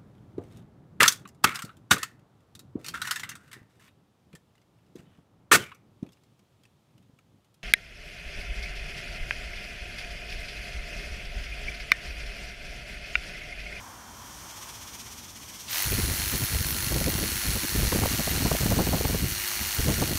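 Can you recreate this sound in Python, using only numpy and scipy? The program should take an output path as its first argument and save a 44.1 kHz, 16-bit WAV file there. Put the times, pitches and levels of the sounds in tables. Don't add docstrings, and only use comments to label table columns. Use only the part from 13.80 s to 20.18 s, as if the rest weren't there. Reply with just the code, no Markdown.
import sys
import numpy as np
from scipy import signal
from scipy.fft import rfft, irfft, next_fast_len
from scipy.io import wavfile
from scipy.ndimage import uniform_filter1d, map_coordinates

SR = 44100
rng = np.random.default_rng(int(sys.argv[2]) if len(sys.argv) > 2 else 0)


def dump_mix(stems):
    frames = np.atleast_2d(stems).T
    limited = np.clip(frames, -1, 1)
    pcm = np.round(limited * 32767).astype(np.int16)
    wavfile.write(sys.argv[1], SR, pcm)


def amplitude_ratio(level_db):
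    exponent = np.asarray(level_db, float) / 20
    return 10 ** exponent


N = 281358

# time in seconds, passing tyres in dB, engine in dB.
YARD = [(0, -49.5, -58), (.25, -52.5, -60), (.55, -53, -55), (.85, -51, -55), (1.25, -56.5, -56),
        (1.55, -57, -57.5), (1.85, -57.5, -54)]
# frequency in Hz, level in dB per Hz.
FAR_TONE = [(15, -54), (25, -46), (53, 0.5), (117, -1), (145, -7.5), (236, -5), (476, -15), (962, -11),
            (2760, -14.5), (3340, -11.5), (4030, -22.5), (5880, -8), (7710, -18.5), (13600, -23),
            (16000, -27)]
# centre in Hz, width in Hz, level in dB.
COWL = [(2350, 320, -9), (3340, 900, -9), (4140, 510, 6.5)]
HUM_DB, INSECTS_DB = -52, 7
CHUG_START_S, CHUG_PERIOD_S, CHUG_JITTER_S, CHUG_DB, CHUG_SCATTER_DB = 0.71, 0.0615, 0.0054, 0.5, 2.2

# time in seconds, peak in dB.
RATTLE = [(1.9143, -28), (1.9477, -28), (1.98, -28), (1.998, -35), (2.0231, -26), (2.043, -28), (2.06, -32),
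          (2.1138, -25), (2.126, -27), (2.142, -30), (2.479, -28), (2.5788, -31), (2.8661, -31),
          (2.9075, -21), (3.3056, -29), (3.384, -26), (3.4408, -29), (3.4982, -28), (3.8753, -30),
          (3.9766, -28), (4.1901, -33), (4.3478, -32), (4.5034, -22), (5.1075, -28), (5.6757, -30),
          (5.8229, -30), (5.9461, -25), (5.996, -27)]
CHATTER_PER_S, CHATTER_DB, CHATTER_SCATTER_DB = 14, -35, 1.6
TICK_S, TICK_DB = 1.08, -52
JAWS_LAG, JAWS_DECAY, JAWS_LOOSE = 0.21, 0.27, 0.41

# time in seconds, level in dB, treble in dB, hammer share from 0 to 1.
START = [
    (1.868, -61, -12, 0.48),
    (1.882, -50, -12, 0.28),
    (1.9, -32, -4, 0.6),
    (1.915, -33.5, -4, 0.56),
]
# time in seconds, level in dB.
LOAD = [(1.94, -29.5), (2.0, -29.5), (2.1, -32.5), (3.0, -34), (4.59, -31.5), (5.36, -35.5), (5.66, -33),
        (6.03, -32), (6.38, -34.5)]
# frequency in Hz, level in dB per Hz.
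BODY = [(150, -50), (300, -22), (500, -9), (750, -4), (1000, -2.5), (2000, -2), (4000, -1), (7500, -7),
        (11000, -0.5), (15700, -5)]
# centre in Hz, width in Hz, level in dB.
STEEL = [(1570, 700, -9.5), (1895, 920, 0), (3090, 190, -9), (4360, 410, 1), (6340, 1940, 5.5),
         (8280, 450, 0), (9680, 130, 4), (12500, 1800, -2.5), (14300, 750, 1.5)]
# frequency in Hz, level in dB.
STRIKE = [(500, 7.5), (1200, -6), (2500, 1.5), (5000, -3.5), (9000, -8), (14000, -6.5)]
# time in seconds, share (its sign picks which blows).
LIMP = [(2.65, -0.17), (2.85, 0.53), (3.3, 0.46), (3.4, 0.16), (4, -0.051), (4.2, 0.029), (4.7, -.05),
        (4.9, -0.45), (5.1, 0.11), (6.3, -0.33)]
# low edge in Hz, high edge in Hz, size scatter in dB,
# sharp edge over the grinding as a plain factor.
RANGES = [
    (650, 2920, 1.55, 2.95),
    (3330, 10000, 2.1, 1.4),
    (7400, 59000, 2, 1.4),
]
CRACK_DELAY = 30
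BLOWS_PER_TURN, FIRST_BLOW = 16 / 55, 21.81
TREBLE_DB, DULLS_PER_DB = -2, 0.26
HAMMER_SHARE, BIT_RING_DB = 0.39, -0.5

# time in seconds, whine in Hz, whine in dB.
SPIN_UP = [(1.87, 2000, -70), (1.92, 4950, -62), (1.94, 6600, -54), (1.96, 8300, -54), (1.98, 9100, -54),
           (2, 9800, -46)]
# time in seconds, whine in Hz, whine in dB.
WHINE = [(2.03, 10131, -47), (2.075, 10274, -45), (2.165, 10067, -41.5), (2.21, 10003, -41),
         (2.3, 10020, -41.5), (2.9, 10028, -42), (2.975, 10058, -41.5), (3.2, 10115, -43),
         (3.72, 10115, -42), (3.85, 10100, -44.5), (4.24, 10082, -43.3), (4.37, 10166, -46.4),
         (4.63, 10203, -52), (4.76, 10253, -56.5), (5.02, 10322, -53.5), (5.8, 10304, -49),
         (6.06, 10292, -45), (6.32, 10281, -48)]
ORDERS = (1, 4, 8, 16, 30)
# early level in dB, late level in dB.
ORDERS_DB = [(-53.5, -54.5), (-53.5, -56), (-54.5, -48.5), (-52.5, -51.5), (-84, -82)]
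SLOTS, MESH = 29, 12.364
UP_TO_SPEED_S = 2.03

# time in seconds, rumble in dB.
DRAUGHT = [(2.04, -44), (2.065, -27), (2.31, -27.5), (2.37, -38), (2.77, -25), (2.82, -33.5), (3.1, -35.5),
           (3.14, -25.5), (3.55, -36.5), (3.68, -28), (4.05, -22), (4.39, -35), (4.8, -26), (5.47, -28.5),
           (5.58, -47), (5.86, -38.5), (5.995, -25), (6.38, -32.5)]
# time in seconds, depth in dB, length in seconds.
LULLS = [(2.47, 2.5, 0.045), (2.59, 7, 0.018), (2.68, 24, 0.045), (3.62, 23, .05), (3.87, 20, 0.16),
         (4.1, 17, 0.027), (4.36, -1, 0.043), (4.69, 12, 0.018), (4.79, 21, 0.038), (5.71, 31, 0.11),
         (5.93, 22, 0.077)]
# time in seconds, eddies over the rumble in dB.
AIM = [(2, -5), (3, -6), (3.3, 3), (3.8, -8), (4.06, -6.5), (4.2, 1.5), (4.7, 3.5), (4.95, 5), (5.2, 6),
       (5.42, -4), (5.85, -3), (6.05, -2), (6.38, 2)]
# time in seconds, flutter in dB, sharp part in dB, length in seconds.
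PUFFS = [(2.127, -24.5, -44.5, 0.02), (2.544, -29.5, -36, 0.038), (2.624, -31, -36, .042),
         (2.749, -53, -34, 0.027), (3.122, -29.5, -29, 0.035), (3.163, -25, -30, 0.028),
         (3.279, -22.5, -32, 0.041), (3.387, -32, -29.5, 0.026), (3.435, -24.5, -44, 0.018),
         (3.764, -29, -33, 0.031), (3.843, -29, -33, 0.026), (3.957, -24, -36.5, 0.02),
         (4.127, -23.5, -18.5, 0.017), (4.157, -21, -26, 0.023), (4.237, -28, -19.5, .01),
         (4.258, -29.5, -18.5, .02), (4.399, -24.5, -28, 0.028), (4.478, -27.5, -23, .016),
         (4.659, -17.5, -20.5, 0.021), (4.717, -26, -12, 0.014), (4.752, -49, -19, 0.0087),
         (4.811, -27, -32, 0.018), (4.921, -23, -22.5, 0.048), (4.996, -21, -20, 0.056),
         (5.142, -24, -23.5, 0.046), (5.212, -30, -20.5, 0.016), (5.254, -28, -22.5, 0.026),
         (5.348, -24, -27.5, 0.032), (6.095, -23.5, -25, 0.081), (6.225, -21, -22, 0.037)]
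# frequency in Hz, level in dB per Hz.
RUMBLE = [(12, -44), (20, -19), (45, 0), (65, 6.5), (118, -1), (165, -9.5), (300, -17), (390, -51),
          (660, -120)]
# frequency in Hz, level in dB.
FLUTTER = [(60, -15), (150, 3), (250, -1), (420, -8.5), (700, -19), (1200, -75)]
# frequency in Hz, level in dB.
SHARP = [(200, 0), (450, 1), (700, 2), (1100, -5.5), (1600, -15.5), (2500, -26)]
EDDY_GAP_S, EDDY_S, EDDY_SCATTER_DB = 0.025, 0.014, 2
SHARP_DB, SHARP_GROWS = -6.5, 0.64
SPRAY_DB, SPRAY_LUMPS_DB = -19.5, 4


def unit(x):
    return x / np.sqrt(np.mean(x ** 2) + 1e-20)


def curves(rows):
    s, *cols = np.transpose(rows)
    return [np.interp(np.arange(N) / SR, s, c) for c in cols]


def wobble(rate):
    knots = rng.standard_normal(int(N * rate / SR) + 4)
    return map_coordinates(knots, [np.arange(N) * rate / SR])


def filtered(x, response):
    m = next_fast_len(N + 8192)
    return irfft(rfft(x, m) * response(np.fft.rfftfreq(m, 1 / SR)), m)[:N]


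def colour(points, lo_hz=0, hi_hz=30000):
    f, db = np.transpose(points)

    def gain(hz):
        edges = (1 + (lo_hz / (hz + 1)) ** 8) * (1 + (hz / hi_hz) ** 8)
        return amplitude_ratio(np.interp(np.log(hz + 1), np.log(f), db)) / np.sqrt(edges)
    return gain


def noise(response):
    return unit(filtered(rng.standard_normal(N), response))


def modes(table):
    return lambda f: sum(amplitude_ratio(db) * 1j * f * w / (c * c - f * f + 1j * f * w) for c, w, db in table)


def after(start_s, rise_s):
    return np.clip((np.arange(N) / SR - start_s) / rise_s, 0, 1)


def bumps(rows):
    env = np.zeros(N + SR)
    for s, gain, length in rows:
        shape = np.hanning(int(1.8 * max(length, 0.004) * SR))
        env[round(s * SR) - len(shape) // 2:][:len(shape)] += gain * shape
    return env[:N]


def steady(x, span_s):
    power = np.abs(uniform_filter1d(x ** 2, int(span_s * SR)))
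    return x / np.sqrt(power + 0.43)


def yard():
    tyres_db, engine_db = curves(YARD)
    beats = []
    for k, (late, size) in enumerate(rng.standard_normal((19, 2))):
        beat_s = CHUG_START_S + CHUG_PERIOD_S * k + CHUG_JITTER_S * late
        beats.append((beat_s, amplitude_ratio(CHUG_DB + CHUG_SCATTER_DB * size), 0.028))
    chug = bumps(beats)

    def road(f):
        return colour(FAR_TONE, lo_hz=550, hi_hz=1700)(f) * (1 + modes([(1000, 220, -2)])(f))

    def cowl(f):
        return colour(FAR_TONE, lo_hz=1700, hi_hz=4900)(f) * (1 + modes(COWL)(f))

    def chirp(f):
        return colour(FAR_TONE, lo_hz=4900)(f) * (1 + modes([(8700, 900, -6), (12200, 900, -3)])(f))

    hum = amplitude_ratio(HUM_DB + 0.45 * wobble(15)) * noise(colour(FAR_TONE, hi_hz=590))
    tyres = amplitude_ratio(tyres_db + 2.5 + 0.69 * wobble(22.6)) * noise(road)
    engine = amplitude_ratio(engine_db + 3) * (1 + 0.76 * chug) * noise(cowl)
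    whistle = np.sin(2 * np.pi * 3130 * np.arange(N) / SR + 1.2 * wobble(60))
    whistle *= amplitude_ratio(-64.5 + 3 * wobble(20)) * (1 - after(0.6, 0.3))
    insects = amplitude_ratio(engine_db + INSECTS_DB) * (1 + 0.5 * chug) * noise(chirp)
    return hum + tyres + engine + whistle + insects


def chuck(turns):
    luck = rng.random((80, 2))
    weak_s = 2.4 + np.cumsum(2 * luck[:, 0]) / CHATTER_PER_S
    weak_db = CHATTER_DB + 2 * CHATTER_SCATTER_DB * (2 * luck[:, 1] - 1)
    bursts = list(RATTLE) + list(zip(weak_s, weak_db))
    env = bumps([(s + 0.005, amplitude_ratio(db - 8), 0.011) for s, db in bursts if s < N / SR])
    env += after(1.905, 0.01) * amplitude_ratio(-47 + 1.5 * wobble(12) + 4.5 * wobble(60))
    since_blow = (BLOWS_PER_TURN * turns + FIRST_BLOW - JAWS_LAG) % 1
    env = env * unit(JAWS_LOOSE + np.exp(-since_blow / JAWS_DECAY))
    env += bumps([(TICK_S, amplitude_ratio(TICK_DB), 0.012)])
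    jaws = modes([(14170, 300, 0), (14600, 450, -6)])
    return env * noise(lambda f: jaws(f) ** 2)


def hammer(turns):
    pushed = [(s, db, TREBLE_DB - DULLS_PER_DB * (db + 33.5), HAMMER_SHARE) for s, db in LOAD]
    level_db, treble_db, share = curves(list(START) + pushed)
    limp, = curves(LIMP)
    count = np.maximum(BLOWS_PER_TURN * turns + FIRST_BLOW + 0.011 * wobble(60), 0).astype(int)
    at = np.flatnonzero(np.diff(np.maximum.accumulate(count)) > 0)
    blow = count[at + 1]
    uneven = 1 + np.clip(limp[at], -0.9, 0.9) * (-1) ** blow
    t = np.arange(SR // 50) / SR
    burst = (1 - np.exp(-t / 0.00058)) ** 2 * np.exp(-t / 0.0025)

    def steel(f):
        return colour(BODY)(f) * (0.74 + modes(STEEL)(f))

    struck = np.zeros(N)
    for lo_hz, hi_hz, scatter_db, crack in RANGES:
        blows = np.zeros(N)
        blows[at] = amplitude_ratio(scatter_db * rng.standard_normal(N)[blow]) * uneven
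        gated = signal.fftconvolve(blows, burst)[:N] * rng.standard_normal(N)
        gated += crack * np.roll(blows, CRACK_DELAY)
        strike = colour(STRIKE, lo_hz, hi_hz)
        struck += filtered(gated, lambda f: steel(f) * strike(f))
    struck /= np.std(struck[2 * SR:])
    share = np.clip(share, 0, 1)
    hiss = amplitude_ratio(0.86 * wobble(25)) * noise(steel)
    grind = np.sqrt(share) * struck + np.sqrt(1 - share) * hiss
    top = filtered(grind, lambda f: 1 / np.sqrt(1 + (10500 / (f + 1)) ** 12))
    ring = filtered(grind, modes([(2070, 1600, 0)]))
    toned = grind + (amplitude_ratio(treble_db + 1.5) - 1) * top + (amplitude_ratio(BIT_RING_DB) - 1) * ring
    return amplitude_ratio(level_db + 2) * toned


def pull_up(turns):
    growl = bumps([(1.888, amplitude_ratio(-38.5), 0.02)]) * noise(modes([(2910, 780, 0), (4070, 900, -2)]))
    cry = bumps([(1.93, amplitude_ratio(-37.5), 0.03)]) * np.sin(2 * np.pi * 16 * turns)
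    return growl + cry


def gears(turns, whine_db):
    late = after(2.8, 1.7)
    whine_db = whine_db + 0.8 + 3.5 * (1 - after(2.12, 0.05)) + wobble(29.75)
    lines = np.sqrt(2) * amplitude_ratio(whine_db) * np.sin(2 * np.pi * SLOTS * turns + 0.25 * wobble(28))
    for order, (early_db, late_db) in zip(ORDERS, ORDERS_DB):
        order_db = early_db + (late_db - early_db) * late + 1.4 * wobble(12)
        lines += np.sqrt(2) * amplitude_ratio(order_db) * np.sin(2 * np.pi * order * turns)
    mesh = np.sin(2 * np.pi * MESH * turns + 0.42 * wobble(60))
    return lines + amplitude_ratio(-45 + 0.65 * wobble(40)) * mesh


def eddies(rumble_db):
    luck = rng.standard_normal((180, 4))
    s = 2.06 + EDDY_GAP_S * (np.arange(180) + 0.3 * luck[:, 0])
    at = np.clip(s * SR, 0, N - 1).astype(int)
    aim_db = curves(AIM)[0][at]
    db = rumble_db[at] + aim_db + EDDY_SCATTER_DB * luck[:, 1]
    sharp_db = db + SHARP_DB + SHARP_GROWS * aim_db + 2.3 * luck[:, 2]
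    rows = np.transpose([s, db, sharp_db, EDDY_S * np.exp(0.42 * luck[:, 3])])
    clear = np.all([np.abs(s - top) > length for top, _, _, length in PUFFS], axis=0)
    return list(PUFFS) + list(rows[clear & (s < N / SR)])


def draught():
    rumble_db = curves(DRAUGHT)[0] - bumps(LULLS)
    puffs = eddies(rumble_db)
    swell = 0.51 + bumps([(s, 0.6, 1.35 * length) for s, _, _, length in puffs])
    rumble = amplitude_ratio(rumble_db + 0.5) * swell * steady(noise(colour(RUMBLE, hi_hz=194)), span_s=0.048)
    flutter = amplitude_ratio(rumble_db - 13.5) * unit(amplitude_ratio(4 * wobble(30)) * noise(colour(FLUTTER)))
    eddy_env = bumps([(s, amplitude_ratio(db - 0.5), length) for s, db, _, length in puffs])
    eddy = eddy_env * steady(noise(colour(FLUTTER)), span_s=0.014)
    hiss_env = bumps([(s, amplitude_ratio(db - 2.5) * (db > -41), 0.46 * length) for s, _, db, length in puffs])
    hiss = hiss_env * steady(noise(colour(SHARP)), span_s=0.022)
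    spray_db = rumble_db + SPRAY_DB + 1.3 * curves(AIM)[0]
    spray = amplitude_ratio(spray_db) * unit(amplitude_ratio(SPRAY_LUMPS_DB * wobble(70)) * noise(colour(SHARP)))
    return after(2.04, 0.032) * (rumble + flutter + spray) + eddy + hiss


def scene():
    whine_hz, whine_db = curves(list(SPIN_UP) + list(WHINE))
    turns = np.cumsum(whine_hz / SLOTS) / SR
    turns -= turns[round(UP_TO_SPEED_S * SR)]
    motor = after(1.93, 0.08) * gears(turns, whine_db) + hammer(turns)
    drill = after(1.866, 0.006) * motor + chuck(turns) + pull_up(turns)
    return (drill + draught() + yard())[None]


def low_pass(x):
    return signal.sosfilt(signal.butter(12, 16190, fs=SR, output="sos"), x)


def record(dry):
    soft = dry[0] / (1 + np.abs(dry[0] / 0.24) ** 5) ** (1 / 5)
    band = filtered(soft, lambda f: f < 15730)
    return low_pass(band[None])


dry = scene()
out = record(dry)
dump_mix(out)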